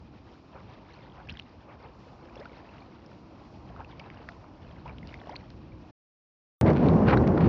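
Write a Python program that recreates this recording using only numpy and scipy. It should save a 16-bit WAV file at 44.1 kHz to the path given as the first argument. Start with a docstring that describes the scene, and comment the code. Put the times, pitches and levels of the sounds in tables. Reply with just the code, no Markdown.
"""Shallow floodwater laps at a grassy bank, close to the microphone: each wavelet sloshes and traps
small bubbles that plip, air pockets glug, and water trickles back through the grass, over a light breeze.
After a short silence comes a second place, a windy open shore: eddies buffet the microphone up to
clipping while choppy waves splash and throw drops that slap the surface."""
import sys
import numpy as np
from scipy import signal
from scipy.fft import rfft, irfft, next_fast_len
from scipy.io import wavfile
from scipy.ndimage import uniform_filter1d, minimum_filter1d, map_coordinates

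SR = 44100
rng = np.random.default_rng(int(sys.argv[2]) if len(sys.argv) > 2 else 0)


def dump_mix(stems):
    """Bounce the given channels to the path in sys.argv[1] as a 16-bit WAV at rate SR."""
    frames = np.atleast_2d(stems).T  # one column per channel
    limited = np.clip(frames, -1, 1)  # hard clip at full scale
    pcm = np.round(limited * 32767).astype(np.int16)
    wavfile.write(sys.argv[1], SR, pcm)


N = 329912
TIME = np.arange(N) / SR


def amp(db):
    """Decibels to gain."""
    return 10 ** (np.asarray(db) / 20)


def unit(x):
    """Scaled to rms 1."""
    return x / np.sqrt(np.mean(x ** 2) + 1e-20)


def curve(rows):
    """Straight lines through (time, value) points, one value per sample."""
    return np.interp(TIME, *np.transpose(rows))


def wobble(rate):
    """A smooth random curve, rate knots a second."""
    return map_coordinates(rng.standard_normal(int(N * rate / SR) + 4), [TIME * rate])


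def filtered(x, response):
    """x times a response of frequency."""
    size = next_fast_len(N + SR // 2)
    return irfft(rfft(x, size) * response(np.fft.rfftfreq(size, 1 / SR)), size)[:N]


def shaped(x, spectrum):
    """x through a gain given as (Hz, dB) points on a log axis."""
    points_hz, db = np.transpose(spectrum)
    return filtered(x, lambda hz: amp(np.interp(np.log(hz + 1), np.log(points_hz), db)))


def noise(spectrum):
    """Turbulent noise of rms 1."""
    return unit(shaped(rng.standard_normal(N), spectrum))


def ring(onsets, size, hz, life, rise):
    """Sum of bubbles: each swells, dies away and, given a rise, climbs in pitch as it nears the surface."""
    t = np.arange(int(9 * np.max(life) * SR)) / SR
    start_phase, climb = rng.random((len(onsets), 2)).T[:, :, None]
    age = t / np.maximum(life, 1e-4)[:, None]
    pitch = hz[:, None] * (1 + 2 * rise * climb * np.tanh((age - 1) / 2))
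    phase = 2 * np.pi * (np.cumsum(pitch, axis=1) / SR + start_phase)
    tones = size[:, None] * age * np.exp(1 - age) * np.sin(phase)
    samples = np.round(onsets * SR).astype(int)[:, None] + np.arange(len(t))
    return np.bincount(samples.ravel(), tones.ravel(), N)[:N]


def froth(count, low_hz, high_hz, cycles, scatter_db):
    """A swarm of bubbles of random size and pitch, each living a few cycles; rms 1."""
    when, pitch, rarity = rng.random((count, 3)).T
    hz = low_hz * (high_hz / low_hz) ** pitch
    size = amp(-scatter_db * np.log(rarity + .04)) * np.sqrt(low_hz / hz)
    return unit(ring(when * N / SR, size, hz, cycles / hz, rise=0))


def splatter(onsets, db, spectrum, decay_s):
    """Short wet bursts of noise where the surface tears."""
    kicks = np.bincount(np.round(onsets * SR).astype(int), amp(db), N)[:N]
    envelope = signal.lfilter([1], [1, -np.exp(-1 / (decay_s * SR))], kicks)
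    return envelope * noise(spectrum)


def wave_level(crests, drains, peaks_db, rest_db, run_up=.86):
    """Level in dB of waves that crest and drain over restless water; run_up is rise over draining time."""
    age = (TIME - crests[:, None]) / np.maximum(drains, 1e-3)[:, None]
    from_crest = np.maximum(age, -age / run_up)
    power = amp(peaks_db) ** 2 @ np.exp(-2 * np.minimum(from_crest ** 1.5, 20))
    return 10 * np.log10(power + amp(rest_db) ** 2)


# open air around the bank: (frequency [Hz], relative level [dB])
AIR_SPECTRUM = [(100, -18.5), (200, 0.5), (320, 4.5), (430, -10.5), (800, -10), (1500, -24), (2500, -36),
                (5000, -52.5), (6600, -54.5), (8000, -61.5)]
# its slow drift: (time [s], level [dB])
AIR_LEVEL = [(0, -55.5), (1.5, -58), (3.1, -52.5), (4.3, -56), (5.0, -53), (5.9, -54)]
def open_air():
    """Moving air rushes softly behind the water."""
    return amp(curve(AIR_LEVEL)) * noise(AIR_SPECTRUM)


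# light breeze at the bank: (frequency [Hz], relative level [dB])
BREEZE_SPECTRUM = [(20, -44), (33, -13), (42, -5.5), (62, 4), (120, 1.5), (190, -2), (320, -11.5),
                   (800, -24), (1500, -38.5), (4000, -77)]
# its puffs and lulls: (time [s], level [dB])
BREEZE_LEVEL = [(0.0, -50), (0.48, -57), (0.575, -50), (0.63, -50), (0.69, -48.5), (0.75, -54), (0.97, -51),
                (1.27, -51), (1.325, -46.5), (1.42, -52), (3.45, -53), (3.68, -46), (3.92, -49.5),
                (4.18, -48.5), (4.55, -51.5), (4.7, -47.5), (5.02, -44), (5.3, -50), (5.75, -45.5),
                (5.9, -53.5)]
def breeze():
    """A light breeze rumbles unsteadily."""
    return amp(curve(BREEZE_LEVEL) + 1.2 * wobble(17)) * noise(BREEZE_SPECTRUM)


# faint high hiss heard at the bank: (frequency [Hz], relative level [dB])
HISS_SPECTRUM = [(2500, -25), (4200, -1), (6500, -6), (8000, -9)]
def faint_hiss():
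    """A faint high hiss slowly swells and fades."""
    return amp(-74 + 2.5 * wobble(7)) * noise(HISS_SPECTRUM)


# fine spray, shared by trickle, plips and wavelets: (frequency [Hz], relative level [dB])
SPRAY_SPECTRUM = [(700, -5.5), (1450, -1.5), (1900, -5), (2500, 0.5), (3400, -7), (5000, -9), (6600, -19),
                  (8000, -38.5)]
# water running back through the grass: (fullest time [s], draining time [s], level [dB])
TRICKLES = [(.73, .08, -63), (.97, 0.14, -63), (2.56, 0.12, -63.5), (2.74, 0.15, -65), (3.92, 0.058, -61),
            (4.13, 0.23, -65.5), (4.72, 0.082, -77), (5.11, 0.046, -57)]
def trickle():
    """Draining water crackles in clumps of tiny bubbles and seeps between laps."""
    clumps_db = 1.8 * wobble(40)
    level_db = wave_level(*np.transpose(TRICKLES), rest_db=-84.5) + clumps_db
    bubbles = froth(count=4200, low_hz=1700, high_hz=4900, cycles=1.8, scatter_db=3.5)
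    return amp(level_db) * unit(bubbles + .5 * noise(SPRAY_SPECTRUM))


# wind right on the microphone at the open shore: (frequency [Hz], relative level [dB])
BUFFET_SPECTRUM = [(20, -42.5), (36, -35), (50, -9), (80, -2.5), (150, 0), (250, -3.5), (520, -11),
                   (750, -17.5), (1100, -25), (2000, -57), (3300, -64.5), (5000, -57.5), (6500, -59.5),
                   (7500, -70)]
# its gusts: (time [s], level [dB])
GUSTS = [(6.63, -21), (6.698, -14), (6.768, -23), (6.84, -17), (7.208, -17.5), (7.238, -21), (7.426, -18.5),
         (7.448, -19), (7.48, -14.5)]
def wind_buffet():
    """Eddies pound the microphone with a deep, fluttering rumble."""
    return amp(curve(GUSTS) + .97 * wobble(35)) * noise(BUFFET_SPECTRUM)


# a drop landing off the shore: (frequency [Hz], relative level [dB])
SLAP_SPECTRUM = [(600, -8), (1500, 9), (3000, 2.5), (4500, -3.5), (6000, -18.5), (7000, -21.5), (9000, -38)]
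# drops thrown by the chop: (time [s], level [dB])
DROPS = [(6.6653, -36), (6.686, -41), (6.703, -34), (6.7335, -38), (6.7703, -31), (6.78, -34), (6.867, -40),
         (6.8862, -26), (7.085, -25), (7.097, -30), (7.110, -34), (7.1734, -34), (7.2733, -37),
         (7.277, -33), (7.3751, -44), (7.407, -36)]
def drop_slaps():
    """Each falling drop slaps the surface in a brief burst."""
    return splatter(*np.transpose(DROPS), SLAP_SPECTRUM, decay_s=.0012)


# body and spray of a splash on the shore, each: (frequency [Hz], relative level [dB])
SPLASH_SPECTRUM = [(300, -13.5), (700, 5.5), (1500, 7), (2100, -0.5), (3000, -10), (4500, -28), (7000, -52)]
SHORE_SPRAY_SPECTRUM = [(1200, -22.5), (2200, 3), (3300, -5), (4400, -5), (5500, -19), (6600, -24),
                        (8000, -40)]
# waves on the shore: (crest time [s], draining time [s], splash level [dB], spray level [dB])
BREAKERS = [(6.664, 0.0066, -29, -50.5), (6.683, .024, -28.5, -45), (6.764, 0.0065, -32, -44),
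            (6.84, 0.15, -43, -52.5), (7.088, 0.028, -24.5, -38.5), (7.108, 0.0073, -21.5, -35.5),
            (7.131, 0.015, -20.5, -45.5), (7.377, 0.0044, -24, -41), (7.409, .007, -33, -43),
            (7.445, .06, -40.5, -49)]
def choppy_waves():
    """Waves break quickly, in spurts of churned bubbles and brighter spray over a low wash."""
    crests, drains, splash_peaks_db, spray_peaks_db = np.transpose(BREAKERS)
    splash_db = wave_level(crests, drains, splash_peaks_db, rest_db=-42.5, run_up=.54)
    spray_db = wave_level(crests, drains, spray_peaks_db, rest_db=-62.5, run_up=.54)
    churn = froth(count=7000, low_hz=700, high_hz=3000, cycles=2, scatter_db=2)
    mist = froth(count=9000, low_hz=2000, high_hz=6500, cycles=1, scatter_db=3)
    splash = unit(unit(shaped(churn, SPLASH_SPECTRUM)) + noise(SPLASH_SPECTRUM))
    spray = unit(unit(shaped(mist, SHORE_SPRAY_SPECTRUM)) + noise(SHORE_SPRAY_SPECTRUM))
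    spurts = amp(1.6 * wobble(150))
    return spurts * (amp(splash_db) * splash + amp(spray_db) * spray)


# air pockets at the bank: (time [s], length [s], level [dB], first pitch [Hz], last pitch [Hz])
AIR_POCKETS = [(1.834, 0.035, -49, 743, 1000), (2.391, 0.036, -41, 366, 650), (3.695, 0.019, -55, 425, 650),
               (5.297, 0.053, -41.5, 400, 1080)]
def glugs():
    """A pocket of air shrinks as the water closes over it, so its unsteady note rises."""
    notes = np.zeros(N)
    flutter = .05 * wobble(250)
    throb_db = 2.5 * wobble(200)
    for onset, length, db, first_hz, last_hz in AIR_POCKETS:
        progress = np.linspace(0, 1, round(length * SR))
        span = slice(round(onset * SR), round(onset * SR) + len(progress))
        pitch = first_hz * (last_hz / first_hz) ** progress * (1 + flutter[span])
        swell = np.sqrt(np.abs(np.sin(np.pi * progress)))
        notes[span] += amp(db) * swell * np.sin(2 * np.pi * np.cumsum(pitch) / SR)
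    return notes * amp(throb_db)


# larger bubbles near the microphone, at both places: (time [s], level [dB], pitch [Hz], life [cycles])
CLOSE_BUBBLES = [(.905, -51, 2200, 2), (.9395, -49.5, 4200, 3.2), (0.9882, -54, 2290, 2.9),
                 (1.099, -50, 3100, 1.5), (1.121, -51, 3230, 1.9), (1.2017, -44.5, 1410, 0.84),
                 (1.2815, -58, 2010, 3.5), (1.288, -38, 2440, 2.4), (1.2912, -40, 2940, 3.1),
                 (1.2953, -29.5, 2730, 2.6), (1.3005, -45, 1910, 0.83), (1.3025, -36, 3300, 0.92),
                 (1.303, -48, 4140, 5.4), (1.315, -46, 1530, 1), (1.354, -42, 1950, 0.76),
                 (1.3705, -42, 1580, 0.72), (1.372, -38, 3180, 1.7), (1.392, -37, 3640, 0.67),
                 (1.3935, -48, 4040, 3), (1.3965, -28, 2720, 0.98), (1.3983, -52, 4100, 4.4),
                 (1.422, -49, 3650, 2.6), (2.2862, -50, 1620, 2.5), (2.296, -50, 2440, 3),
                 (2.3556, -44.5, 2570, 2.3), (2.357, -50.5, 5400, 4.3), (2.3665, -37.5, 520, 0.92),
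                 (2.375, -50, 3370, 4.5), (2.3965, -50, 3570, 2.8), (2.4005, -50.5, 5150, 2.8),
                 (2.403, -42.5, 610, 1), (2.4219, -51, 2100, 3), (2.455, -35, 1354, 2.5),
                 (2.4553, -47, 2450, 1.6), (2.494, -51, 2210, 2.3), (2.5327, -52, 2140, 2),
                 (2.568, -54, 4320, 4), (2.656, -53, 2550, 2.4), (2.782, -52, 2600, 2.2),
                 (2.599, -52, 1700, 2.1), (2.691, -49, 2640, 3.2), (2.738, -57, 2600, 3),
                 (2.805, -55, 4170, 3.5), (2.8164, -45.5, 780, 0.9), (2.8205, -51, 2350, 3.5),
                 (3.062, -50, 5200, 3.5), (3.703, -40.5, 700, 1.1), (3.7628, -40, 1200, 1.1),
                 (3.797, -40, 950, 1.1), (3.802, -37, 860, 2.15), (3.811, -44.5, 1510, 2.1),
                 (3.846, -42.5, 2560, 2.9), (3.915, -48, 3400, 1.5), (3.9246, -45, 2190, 1.2),
                 (3.995, -44.5, 4780, 3.1), (3.998, -31.5, 2470, 0.54), (4.0, -43.5, 2230, 4),
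                 (4.014, -40.5, 910, 1.8), (4.0405, -46, 2610, 1.5), (4.084, -52, 720, 1.3),
                 (4.1016, -36, 2010, 0.78), (4.1426, -48, 1560, 2.6), (4.172, -50.5, 2800, 2.5),
                 (4.218, -45.5, 1290, 2.9), (4.2877, -43, 683, 3), (4.29, -46, 1360, 3),
                 (4.2886, -28.5, 1640, 0.62), (4.289, -45, 2500, 1.6), (4.321, -51.5, 3600, 1.9),
                 (4.4425, -43, 1100, 0.89), (4.7823, -50, 1260, 0.64), (4.8583, -34.5, 890, 2.1),
                 (4.879, -40, 2420, 1.1), (4.8932, -42, 2270, 3.9), (4.984, -38, 2900, 0.62),
                 (5.029, -43.5, 2010, 2.7), (5.0732, -38.5, 4140, 0.66), (5.0917, -46, 2940, 2.4),
                 (5.1256, -44, 2210, 0.71), (5.1415, -29.5, 2110, 1.44), (5.2145, -42.5, 730, 2.3),
                 (5.2149, -44.5, 1890, 1), (5.2713, -34, 654, 1.06), (5.293, -33, 865, 1.9),
                 (5.2942, -48.5, 5600, 1.8), (5.2943, -48, 2610, 1.4), (5.3305, -52, 2320, 2.3),
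                 (5.354, -47, 4250, 4), (5.3578, -32.5, 2220, 1.13), (5.3623, -33, 4050, 3.8),
                 (5.5036, -40.5, 4190, 1.2), (5.72, -54, 2270, 2.7), (6.678, -31, 2010, 5.2),
                 (6.7017, -29, 1950, 2.6), (6.7697, -30, 1640, 0.75), (6.779, -42, 1720, 0.85),
                 (7.172, -20.5, 1520, 1.24), (7.174, -39, 3900, 6.9), (7.271, -35.5, 2150, 2.4)]
def plips():
    """Single bubbles pinch off close by; strong ones climb in pitch, small bright ones tick more."""
    onsets, db, hz, cycles = np.transpose(CLOSE_BUBBLES)
    life = cycles / hz
    climb = np.interp(db, [-48, -34], [.015, .07])
    pops = ring(onsets, amp(db), hz, life, rise=climb[:, None])
    after_ring = ring(onsets + life, amp(db - 9.5), hz * (1 + 2 * climb), life * 1.3, rise=0)
    tick_db = db - 13 + 4 * np.log2(hz / 2000) - .1 * (db + 40)
    ticks = splatter(onsets + life / 2, tick_db, SPRAY_SPECTRUM, decay_s=.002)
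    return pops + after_ring + ticks


# shallow water sloshing against the grass: (frequency [Hz], relative level [dB])
SLOSH_SPECTRUM = [(150, -27), (330, 5.5), (500, 0.5), (950, 5), (1300, -3), (1800, -23.5), (3000, -22),
                  (6000, -59)]
# laps at the bank, close by: (crest time [s], draining time [s], slosh level [dB], spray level [dB])
WAVELETS = [(.57, 0.077, -51.5, -68), (.75, 0.095, -53.5, -66), (.97, 0.18, -58, -65.5),
            (1.19, 0.065, -51, -78), (1.31, 0.051, -57, -54), (1.701, 0.062, -50, -83),
            (1.845, 0.035, -52, -62.5), (2.08, 0.57, -58, -84), (2.4, 0.34, -55, -65.5),
            (2.69, 0.27, -55, -70), (3.53, 0.54, -57.5, -87.5), (3.807, 0.031, -45.5, -81),
            (4.08, 0.35, -53.5, -65.5), (4.42, 0.19, -56.5, -86.5), (4.73, 0.2, -57, -62.5),
            (4.888, 0.043, -47.5, -78), (5.11, 0.093, -55, -60.5), (5.301, 0.11, -53, -58.5)]
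def lapping_wavelets():
    """Wavelets slosh with large bubbles and fizz with small ones; ripples carry on between them."""
    crests, drains, slosh_peaks_db, spray_peaks_db = np.transpose(WAVELETS)
    unrest_db = wobble(18)
    slosh_db = wave_level(crests, drains, slosh_peaks_db, rest_db=-60) + unrest_db
    spray_db = wave_level(crests, drains, spray_peaks_db, rest_db=-65.5) + unrest_db
    gurgle = froth(count=1200, low_hz=449, high_hz=1404, cycles=2.06, scatter_db=3.5)
    slosh = amp(slosh_db) * (amp(-1.5) * noise(SLOSH_SPECTRUM) + amp(-4.5) * gurgle)
    # a wavelet that runs higher up the bank also swishes more brightly
    surge = np.clip((slosh_db + 56) / 6, 0, 1)
    swish_bubbles = froth(count=6000, low_hz=1120, high_hz=2800, cycles=2, scatter_db=2.5)
    swish = amp(slosh_db - 7.5) * surge * swish_bubbles
    # the livelier the wavelet, the more of its spray is separate bubbles and the less is soft hiss
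    breaking = np.clip((spray_db + 68) / 10, .15, .85)
    fizz = np.sqrt(breaking) * froth(count=3600, low_hz=1400, high_hz=5800, cycles=2.6, scatter_db=4.2)
    hiss = np.sqrt(1 - breaking) * noise(SPRAY_SPECTRUM)
    shimmer_db = 1.8 * wobble(45)
    spray = amp(spray_db + shimmer_db) * (hiss + fizz)
    # now and then a larger bubble stands out of the wash
    stray_bubbles = froth(count=400, low_hz=1010, high_hz=4260, cycles=1.3, scatter_db=7)
    patter = amp(spray_db - 11.5) * breaking * stray_bubbles
    return slosh + swish + spray + patter


def scene():
    """First the calm bank, then the windy shore; bubbles plip at both."""
    calm_bank = open_air() + breeze() + faint_hiss() + trickle() + glugs() + lapping_wavelets()
    windy_shore = wind_buffet() + drop_slaps() + choppy_waves()
    return (np.where(TIME > 6, windy_shore, calm_bank) + plips())[None]


def limiter(x, ceiling, hold_s):
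    """A fast limiter ducks each peak that would pass the ceiling."""
    window = round(hold_s * SR)
    gain = ceiling / np.maximum(np.abs(x), ceiling)
    return x * uniform_filter1d(minimum_filter1d(gain, window), window)


# the microphone's treble roll-off: (frequency [Hz], gain [dB])
MICROPHONE_RESPONSE = [(5600, -1), (6400, -7), (7000, -8.5), (7500, -15), (8500, -37)]
# open at the bank, silent, then abruptly open at the shore: (time [s], gain [linear])
GATE = [(0, 1), (5.906, 1), (5.911, 0), (6.6125, 0), (6.61253, 1), (7.476, 1), (7.481, 0)]
def record(dry):
    """A dull microphone, limited and just clipping in gusts; after the silence the shore snaps on."""
    dull = shaped(dry[0], MICROPHONE_RESPONSE)
    limited = limiter(dull, ceiling=.293, hold_s=.004)
    snap = amp(-22) * np.exp(-np.abs(TIME - 6.6125) / .0005)
    clipped = np.clip(limited + snap, -.29, .29)
    return filtered(clipped * curve(GATE), lambda hz: hz < 15100)[None]


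dry = scene()
out = record(dry)
dump_mix(out)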